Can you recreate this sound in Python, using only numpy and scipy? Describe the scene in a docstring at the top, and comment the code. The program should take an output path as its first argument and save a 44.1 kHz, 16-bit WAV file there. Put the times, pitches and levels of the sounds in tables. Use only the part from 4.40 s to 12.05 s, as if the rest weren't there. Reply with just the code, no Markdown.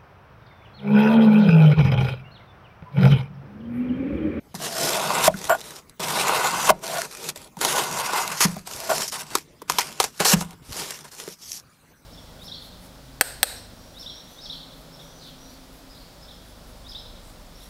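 """A folding knife slices corrugated cardboard held on a wooden table, close by in a quiet room.
Fibres part in a dense crackle of noise: it hisses at the blade and drives the resonances of the sheet.
The blade catches and rips forward in sudden bursts; crackles follow the movement, and loose strips scrape.
Knocks set sheet and table ringing, a dragged edge makes the wood honk, and the pressing hand makes
the table hum. A faint room echo and a steady room tone of filtered noise lie underneath."""
import sys
import numpy as np
from scipy import signal
from scipy.fft import rfft, irfft, next_fast_len
from scipy.io import wavfile
from scipy.ndimage import uniform_filter1d, map_coordinates

SR = 44100
rng = np.random.default_rng(int(sys.argv[2]) if len(sys.argv) > 2 else 0)


def output_pcm(signal):
    """Save a mono or channel-first signal as 16-bit PCM at the path in sys.argv[1].

    Samples are clipped to [-1, 1] before scaling.
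    """
    pcm = np.clip(np.atleast_2d(signal).T, -1, 1) * 32767
    wavfile.write(sys.argv[1], SR, np.round(pcm).astype(np.int16))


N = 337365  # length in samples

# Resonances of the cardboard sheet. Each row: pitch in Hz, width in Hz, relative level in dB.
SHEET_MODES = [(405.6, 105, 10), (641, 93, 1.5), (766, 80, 1.5), (962, 131, 3), (1147, 195, -1),
               (1472, 116, -1.5), (2077, 70, -4), (2660, 220, -5.5)]
# Colour of the hiss of parting fibres. Each row: frequency in Hz, relative level in dB per Hz.
FIBRE_COLOUR = [(710, -21), (1200, -5), (1860, -5), (2070, -6.5), (3180, -6), (5670, -6), (10700, -10),
                (13700, -15), (15700, -28)]
# The blade draws through the sheet, one list per cut. Each row: time in seconds, hiss level in dB,
# sheet level above the hiss in dB (before a shared boost), pitch that drives the sheet in Hz.
CUTS = [
    [(.15, -34.5, -7, 655), (.176, -47, -7, 660), (.247, -27, -10, 626), (.307, -37.5, -10, 610),
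     (.447, -23.5, -8.5, 550), (.607, -32.5, 3.5, 910), (.814, -27, 3.5, 950)],
    [(1.596, -34.5, -1, 806), (1.628, -30, -2.5, 830), (1.9, -27.5, 3.5, 946), (2.079, -28.5, 5.5, 990),
     (2.099, -33, 4.5, 1060), (2.28, -24.5, -1, 1030)],
    [(3.169, -54, 2, 702), (3.205, -41.5, -6, 730), (3.213, -24.5, -3.5, 750), (3.312, -26.5, -4, 770),
     (3.388, -23, -2, 870), (3.5, -37, 3, 910), (3.58, -30, 1, 950), (3.704, -33.5, 4.5, 1030),
     (3.771, -26, 1.5, 1040), (3.84, -29, 2, 1050), (3.862, -37, 4.5, 1030), (3.951, -36, 0, 1060),
     (4.003, -32, -13, 1030)],
    [(5.278, -51, -5, 920), (5.31, -39, -8.5, 900), (5.42, -33.5, -8, 860), (5.555, -50, -1, 770),
     (5.594, -44, -6, 760), (5.605, -32, -7.5, 720), (5.655, -34, -9.5, 745), (5.719, -58.5, -9, 790),
     (5.79, -44, -10, 820)],
]
# The blade runs free through the last of a cut. Each row: start in seconds, rise in seconds, hiss level in dB,
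# length in seconds, hiss level at the end in dB, sheet level above it in dB (before the boost), pitch in Hz.
RUSHES = [(0.811, 0.0068, -24.5, 0.066, -16, -5, 940), (2.256, 0.04, -12.5, 0.05, -23, -1.5, 1010),
          (3.996, 0.014, -16.5, 0.059, -17.5, -9.5, 1040), (5.789, 0.014, -19, 0.061, -34.5, -2.5, 760),
          (5.84, 0.0092, -19, 0.1, -15, -11.5, 840)]
# Strips, sheet and fingers slide about. The columns and units are those of RUSHES.
SLIDES = [(0.888, .008, -51, 0.187, -34.5, -4.5, 705), (1.139, .006, -43, 0.25, -43.5, -5, 657),
          (2.314, .006, -60, 0.086, -55, 7, 483), (2.396, 0.048, -34.5, 0.26, -34.5, -4, 810),
          (2.646, 0.013, -48.5, 0.25, -34, -7.5, 560), (2.934, 0.021, -50.5, 0.14, -51, -2, 624),
          (4.061, 0.0059, -33.5, 0.2, -63.5, -6.5, 874), (4.247, 0.022, -39.5, 0.23, -36, -7, 720),
          (4.477, 0.025, -27.5, 0.18, -30, -6.5, 780), (4.673, 0.0067, -27, 0.038, -46.5, -21, 895),
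          (4.711, .009, -30, 0.11, -37.5, -4.5, 980), (4.81, .01, -56.5, 0.14, -37.5, -1.5, 970),
          (4.961, 0.0094, -33.5, 0.087, -62.5, -11.5, 950), (5.942, 0.0098, -41, 0.082, -34.5, -6, 850),
          (6.042, .01, -58, 0.093, -53.5, 5.5, 870), (6.222, 0.17, -28.5, 0.4, -48.5, -9.5, 660),
          (6.631, 0.014, -40.5, 0.065, -57, -4.5, 845), (6.702, 0.015, -43, 0.072, -49, -8, 790),
          (6.753, 0.035, -38.5, 0.19, -47, -9.5, 627), (6.951, 0.069, -44.5, 0.23, -36.5, -24.5, 797)]
RUSH_STOP_S, SLIDE_STOP_S = 0.014, 0.046  # how long a movement takes to stop, in seconds


def amp(db):
    """Turn decibels into a plain gain."""
    return 10 ** (np.asarray(db) / 20)


def unit(x):
    """Scale a sound to an average (RMS) level of 1."""
    return x / np.sqrt(np.mean(x ** 2) + 1e-20)


def along(points, hz):
    """Read a curve of (Hz, value) points, with straight lines on a log frequency axis."""
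    f, v = np.transpose(points)
    return np.interp(np.log(hz + 1), np.log(f + 1), v)


def curves(rows):
    """Give one value per sample for each column after the time."""
    s, *cols = np.transpose(rows)
    return [np.interp(np.arange(N) / SR, s, c) for c in cols]


def wobble(rate):
    """A smooth random curve with this many random points a second."""
    points = rng.standard_normal(int(N * rate / SR) + 4)
    return map_coordinates(points, [np.arange(N) * rate / SR])


def filtered(x, response):
    """Shape the spectrum of a sound by a gain that depends on frequency."""
    m = next_fast_len(N + SR // 2)
    gain = response(np.fft.rfftfreq(m, 1 / SR))
    return irfft(rfft(x, m) * gain, m)[..., :N]


def coloured(x, colour):
    """Shape a sound by a table of frequencies in Hz and levels in dB."""
    return filtered(x, lambda hz: amp(along(colour, hz)))


def mode(x, hz, width):
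    """Pass a sound through one resonance; a narrower one rings longer."""
    return signal.lfilter(*signal.iirpeak(hz, hz / width, SR), x)


def crackle(spread_db, lump_db):
    """Fibres parting: noise whose samples differ widely in size and come in clumps as the flutes pass."""
    clumps_db = lump_db * (wobble(45) + wobble(190))
    sizes = amp(spread_db * rng.exponential(size=N) + clumps_db)
    return unit(sizes * rng.standard_normal(N))


def patchy(x, depth_db, bands_db):
    """Short patches of the spectrum swell and sink, and narrow bands do so more slowly."""
    z = signal.stft(x, nperseg=256)[2]

    def field(tall, long):
        """Random values smoothed over frequency (tall) and over time (long)."""
        smooth = uniform_filter1d(rng.standard_normal(z.shape), size=tall, axis=0)
        return unit(uniform_filter1d(smooth, size=long, axis=1))

    gain = amp(depth_db * field(tall=5, long=12) + bands_db * field(tall=2, long=90))
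    return unit(signal.istft(z * gain, nperseg=256)[1][:N])


def sheet(drive, pitch_hz, reach):
    """The cardboard rings most near the driving pitch: within reach (octaves) below, twice that above."""
    shares = []
    for hz, _, db in SHEET_MODES:
        away = np.log2(hz / pitch_hz) / np.where(hz > pitch_hz, 2 * reach, reach)
        shares.append(amp(db) * np.exp(-.5 * away ** 2))
    power = sum(s * s * w for s, (_, w, _) in zip(shares, SHEET_MODES))
    total = np.sqrt(power * np.pi / SR)  # keeps the loudness steady as the pitch moves
    return sum((-1) ** k * mode(drive * s / total, hz, w)
               for k, (s, (hz, w, _)) in enumerate(zip(shares, SHEET_MODES)))


def ringing(drive, modes, sign=-1):
    """A body answers with all its resonances; a sign near 1 lets a blow start them in step."""
    total = np.sqrt(sum(amp(2 * db) * w for _, w, db in modes) * np.pi / SR)
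    return sum(sign ** k * amp(db) * mode(drive / total, hz, w) for k, (hz, w, db) in enumerate(modes))


def bursts(times, peaks_db, t60s, rise):
    """An envelope of sudden rises, each dying by 60 dB in its own time (t60, in seconds)."""
    env, t = np.zeros(N + SR), np.arange(SR // 3) / SR
    for s, db, t60 in zip(times, peaks_db, t60s):
        decay = amp(db - 60 * t / np.clip(t60, .003, .7))
        env[round(s * SR):][:len(t)] += decay * (1 - np.exp(-t / rise))
    return env[:N]


def kicked(times, peaks_db, t60s):
    """A push that opens with one sharp kick, as strong as the rattle that follows: (kick, rattle)."""
    strength = amp(peaks_db) * np.sqrt(t60s * SR / np.log(1e6))
    kick = np.bincount(np.round(times * SR).astype(int), strength, N)
    return kick, bursts(times, peaks_db, t60s, rise=.0004) * rng.choice([-1, 1], N)


def closed(rows):
    """The gain of a level curve, fading to -120 dB before and after."""
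    before, after = (rows[0][0] - .002, -120), (rows[-1][0] + .01, -120)
    return amp(curves([before, *rows, after])[0])


def moves(rows, stop_s):
    """The gain of movements that rise, run from one level to another and stop."""
    rise_db, fall_db = 30.5, 34  # climb at the start and drop at the stop
    power = 0
    for s, rise, db, length, end_db, *_ in rows:
        end = s + max(length, rise + .001)
        shape = [(s, db - rise_db), (s + rise, db), (end, end_db), (end + stop_s, end_db - fall_db)]
        power = power + closed(shape) ** 2
    return np.sqrt(power)


def grip():
    """How strongly (dB above the hiss) and at what pitch (Hz) the sheet is driven, moment by moment."""
    held = [(s + part * length, db, hz)
            for s, _, _, length, _, db, hz in RUSHES + SLIDES for part in (.2, .8)]
    drawn = [(s, db, hz) for cut in CUTS for s, _, db, hz in cut]
    return curves(sorted(held + drawn))


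def room_tone():
    """Steady air and microphone hiss: coloured noise whose bands gently swell and sink."""
    # Colour of the quiet room. Each row: frequency in Hz, relative level in dB per Hz.
    quiet_colour = [(20, -19.5), (43, -6.5), (111, -6.5), (200, -13.5), (264, -9), (322, -14),
                    (15000, -33.5)]
    hiss = coloured(rng.standard_normal(N), quiet_colour)
    return amp(-54.5) * patchy(hiss, depth_db=3.5, bands_db=2.7)


def room(x):
    """The room answers with a tail of noise in which each frequency dies at its own speed."""
    # How fast the echo dies. Each row: frequency in Hz, time to fall by 60 dB in seconds.
    echo_times = [(200, 0.16), (1500, 0.067), (10000, 0.019)]
    hz, t, z = signal.stft(rng.standard_normal(SR // 3), SR, nperseg=256)
    fade = amp(-60 * t / along(echo_times, hz)[:, None])
    tail = signal.istft(z * fade, SR, nperseg=256)[1]
    late = np.pad(x, (250, 0))  # the answer starts 250 samples later
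    return signal.fftconvolve(late, tail / np.linalg.norm(tail))[:N]


def hum():
    """The pressing hand carries the work into the table, whose low resonances hum."""
    # Low resonances of the table. Each row: pitch in Hz, width in Hz, relative level in dB.
    table_modes = [(58.3, 13, -22), (147.7, 17.4, 1.5), (192, 21, -1.5), (223.6, 16, -2), (316, 78, -11.5)]
    # Hum under each cut. Each row: level at its start in dB, level at its end in dB, before the wobble.
    cut_hum = [(-41, -36), (-38.5, -42.5), (-42.5, -48.5), (-44, -63)]
    slide_hum_db, rest_hum_db = -8.5, -62.5  # hum above the sliding sheet, and at rest
    pressed = 0
    for cut, (first, last) in zip(CUTS, cut_hum):
        pressed = pressed + closed([(cut[0][0], first), (cut[-1][0] + 0.044, last)]) ** 2
    sliding = amp(slide_hum_db + grip()[0]) * moves(SLIDES, SLIDE_STOP_S)
    slid = uniform_filter1d(sliding ** 2, size=4000)
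    level = np.sqrt(pressed + np.abs(slid) + amp(2 * rest_hum_db))  # powers add
    return ringing(level * amp(2.53 * wobble(22)) * rng.standard_normal(N), table_modes)


def drags():
    """A cardboard edge sticks and slips on the wood; a harder drag brings out more of the upper resonances."""
    # Each row: start in seconds, rise in seconds, level in dB, length in seconds, level at the end in dB.
    drag_moves = [(.18, 0.018, -39.5, 0.41, -28), (1.081, 0.02, -10.5, 0.072, -24.5),
                  (2.42, 0.0083, -41.5, 0.168, -24.5), (4.37, .014, -41.5, 0.112, -38),
                  (4.48, 0.014, -19, 0.043, -16)]
    # Resonances of the honking wood. Each row: pitch in Hz, width in Hz, relative level in dB.
    honk_modes = [(668, 44, 5), (1140, 79, -8), (1440, 46, -3), (3270, 150, -25.5), (7330, 200, -22),
                  (13220, 400, -25)]
    level = moves(drag_moves, stop_s=0.018)
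    drive = level * crackle(spread_db=2.0, lump_db=1.3)
    hard = np.clip(level / amp(-23.5), 0, 1) ** 0.31  # share of the full set of resonances
    return hard * ringing(drive, honk_modes) + (1 - hard) * ringing(drive, honk_modes[:1])


def knocks():
    """A blow is a few milliseconds of push into sheet and table, with a tick at first contact."""
    # Knocks of blade and strips. Each row: time in seconds, relative sheet level in dB,
    # table level against the sheet in dB (before a shared boost), pitch of the blow in Hz.
    blow_table = [(0.143, -21, -6.5, 690), (0.878, 4, -24, 660), (0.941, -27.5, 5.5, 1480),
                  (1.095, -5, -39.5, 1000), (1.596, -28, -3, 500), (2.303, 4.5, -29.5, 660),
                  (3.169, -22.5, -10.5, 900), (4.05, -16, 5.5, 861), (4.166, -20.5, -4.5, 644),
                  (4.494, -11.5, -26.5, 764), (4.978, -26, -35, 404), (5.218, -21.5, -29.5, 900),
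                  (5.223, -28.5, -25, 397), (5.802, -30.5, 8.5, 830), (5.934, -17, 10.5, 990),
                  (6.878, -20, -19, 437)]
    # The table top after a blow, with a close pair that beats. Each row: pitch in Hz, width in Hz, relative
    # level in dB (before a small step down from row to row).
    thud_modes = [(168.5, 5.8, -0.5), (193, 6.5, -3), (190, 60, -8.5), (406, 23, -4.5)]
    s, peak_db, wood_db, pitch_hz = np.transpose(blow_table)
    # each pitch takes over 4 ms ahead of its blow
    latest = np.searchsorted(s, np.arange(N) / SR + .004) - 1
    held_hz = pitch_hz[np.clip(latest, 0, None)]
    kick, rap = kicked(s, peak_db - 4.5, np.full(len(s), .015))
    blows = np.zeros(N)
    blows[np.round(s * SR).astype(int)] = amp(peak_db + wood_db + 24.5)
    soft_blows = mode(mode(blows, hz=190, width=120), hz=190, width=120)
    thud = ringing(soft_blows, thud_modes, sign=0.96)
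    # the whole table rocks
    rocking = bursts(s, peak_db + np.maximum(wood_db + 1, -20), np.full(len(s), .25), rise=0.005)
    shove = mode(rocking * rng.standard_normal(N), hz=45.2, width=150)
    return amp(-7.5) * rap + sheet(kick + rap, held_hz, reach=0.19) + thud + shove


def ticks(level):
    """The envelope of creased card crackling: clear ones, and chance ones that follow the movement."""
    # The clear crackles. Each row: time in seconds, relative peak level in dB.
    clear_ticks = [(1.2121, -26.5), (1.365, -27.5), (1.4956, -32), (2.4666, -19), (3.8885, -29),
                   (4.3625, -23), (4.421, -32), (5.3206, -16.5), (5.518, -26.5), (5.5262, -27.5),
                   (5.6794, -36), (6.1083, -34), (6.13, -39), (6.2926, -33), (6.324, -21.5),
                   (6.6084, -30.5)]
    t60_s, strays_per_s = 0.015, 23  # ring of a crackle; how often chance ones come
    stray_db, stray_top_db = 14.5, -37.5  # their highest peak above the movement; louder moves add no more
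    s, peak_db = np.transpose(clear_ticks)
    draw = rng.random((int(strays_per_s * N / SR), 2))
    at = (draw[:, 0] * N).astype(int)
    follow_db = 20 * np.log10(np.minimum(level[at], amp(stray_top_db)) + 1e-6)
    strays_db = follow_db + stray_db - 10 * draw[:, 1]
    places = np.r_[np.round(s * SR).astype(int), at]
    spikes = np.bincount(places, amp(np.r_[peak_db - 4, strays_db]), N)
    return signal.fftconvolve(spikes, amp(-60 * np.arange(SR // 10) / SR / t60_s))[:N]


def rips():
    """The blade catches and rips, jolting the sheet: (envelope for the hiss, crack and ring)."""
    # Each row: time in seconds, relative peak level in dB, sheet level against it in dB (before a shared
    # cut), time for the hiss to fall by 60 dB in seconds.
    rip_table = [(0.846, -24, -9, 0.028), (1.042, -19.5, -18, 0.045), (2.8892, -14.5, -30, 0.048),
                 (2.9591, -27.5, -11.5, 0.087), (3.213, -7, -13, 0.025), (3.2489, -4.5, -11, 0.042),
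                 (3.7336, -18, 3, 0.069), (4.006, -3, -6.5, 0.021), (4.273, -21, -10, 0.034),
                 (4.581, -7, -37, 0.015), (4.953, -1.5, -4.5, 0.028), (5.2979, -6.5, -6.5, 0.045),
                 (5.3849, -7, -8, 0.1), (5.601, 0.5, -8, 0.034), (5.6403, -11, -8.5, 0.056),
                 (5.802, -13.5, -8, 0.058), (5.853, -9, -4.5, 0.072), (6.011, -19.5, -2.5, 0.054),
                 (6.5068, -15.5, -18, 0.031), (6.8, -19, -33, 0.029)]
    s, peak_db, body_db, t60 = np.transpose(rip_table)
    flare = bursts(s, peak_db - 10.0, t60, rise=0.00063)
    snap = bursts(s, peak_db - 4.5, t60 / 5, rise=0.000206)  # the first fibres go all at once
    crack = amp(12.0) * coloured(snap * rng.choice([-1, 1], N), FIBRE_COLOUR)
    jolt = sum(kicked(s, peak_db + body_db - 3.0, 0.79 * t60))
    low_ring = amp(9.5) * mode(jolt, *SHEET_MODES[0][:2])  # a rip always wakes the lowest resonance too
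    pitch_hz = grip()[1]
    return flare, crack + sheet(jolt, pitch_hz, reach=0.26) + low_ring


def blade_hiss(sheet_db):
    """Crackling hiss of parting fibres; a touch that hardly moves the sheet only whispers."""
    # Hiss of a light touch on paper. Each row: frequency in Hz, relative level in dB per Hz.
    skim_colour = [(1000, -44.5), (2000, -15), (3000, -12.5), (4200, -9), (5600, -1), (8000, -10.5),
                   (13000, -11), (16000, -36)]
    cut, skim = [patchy(coloured(crackle(spread_db=2.5, lump_db=1.5), colour), depth_db=2.0, bands_db=2.0)
                 for colour in (FIBRE_COLOUR, skim_colour)]
    light = 1 / (1 + np.exp((sheet_db + 11) / 3))  # 1 is the lightest touch
    return np.sqrt(1 - light) * cut + np.sqrt(light) * skim


def cutting():
    """Steady rubbing and sudden rips share the hiss at the blade and the sheet's resonances."""
    drawn = sum(closed([row[:2] for row in cut]) ** 2 for cut in CUTS)
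    rushed = moves(RUSHES, RUSH_STOP_S) ** 2
    slid = moves(SLIDES, SLIDE_STOP_S) ** 2
    level = np.sqrt(drawn + rushed + slid)
    sheet_db, pitch_hz = grip()
    flare, rip_sound = rips()
    blade = np.hypot(level, ticks(level) + flare)
    drive = level * amp(sheet_db + 2.5) * crackle(spread_db=2.5, lump_db=1.1)
    rub = sheet(drive, pitch_hz, reach=0.64)
    return blade * blade_hiss(sheet_db) + rub + rip_sound


def scene():
    """Add the room's answer, the table hum and the room tone to the work."""
    work = cutting() + drags() + knocks()
    return (work + amp(-18.5) * room(work) + hum() + room_tone())[None]


def record(dry):
    """The loudest peaks round off; the microphone rolls away near 16 kHz, with nothing from 16.5 kHz up."""
    soft = dry / (1 + np.abs(dry / .62) ** 6) ** (1 / 6)
    return filtered(soft, lambda hz: (hz < 16500) * amp(-28 * np.clip((hz - 15600) / 150, 0, 1)))


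dry = scene()
out = record(dry)
output_pcm(out)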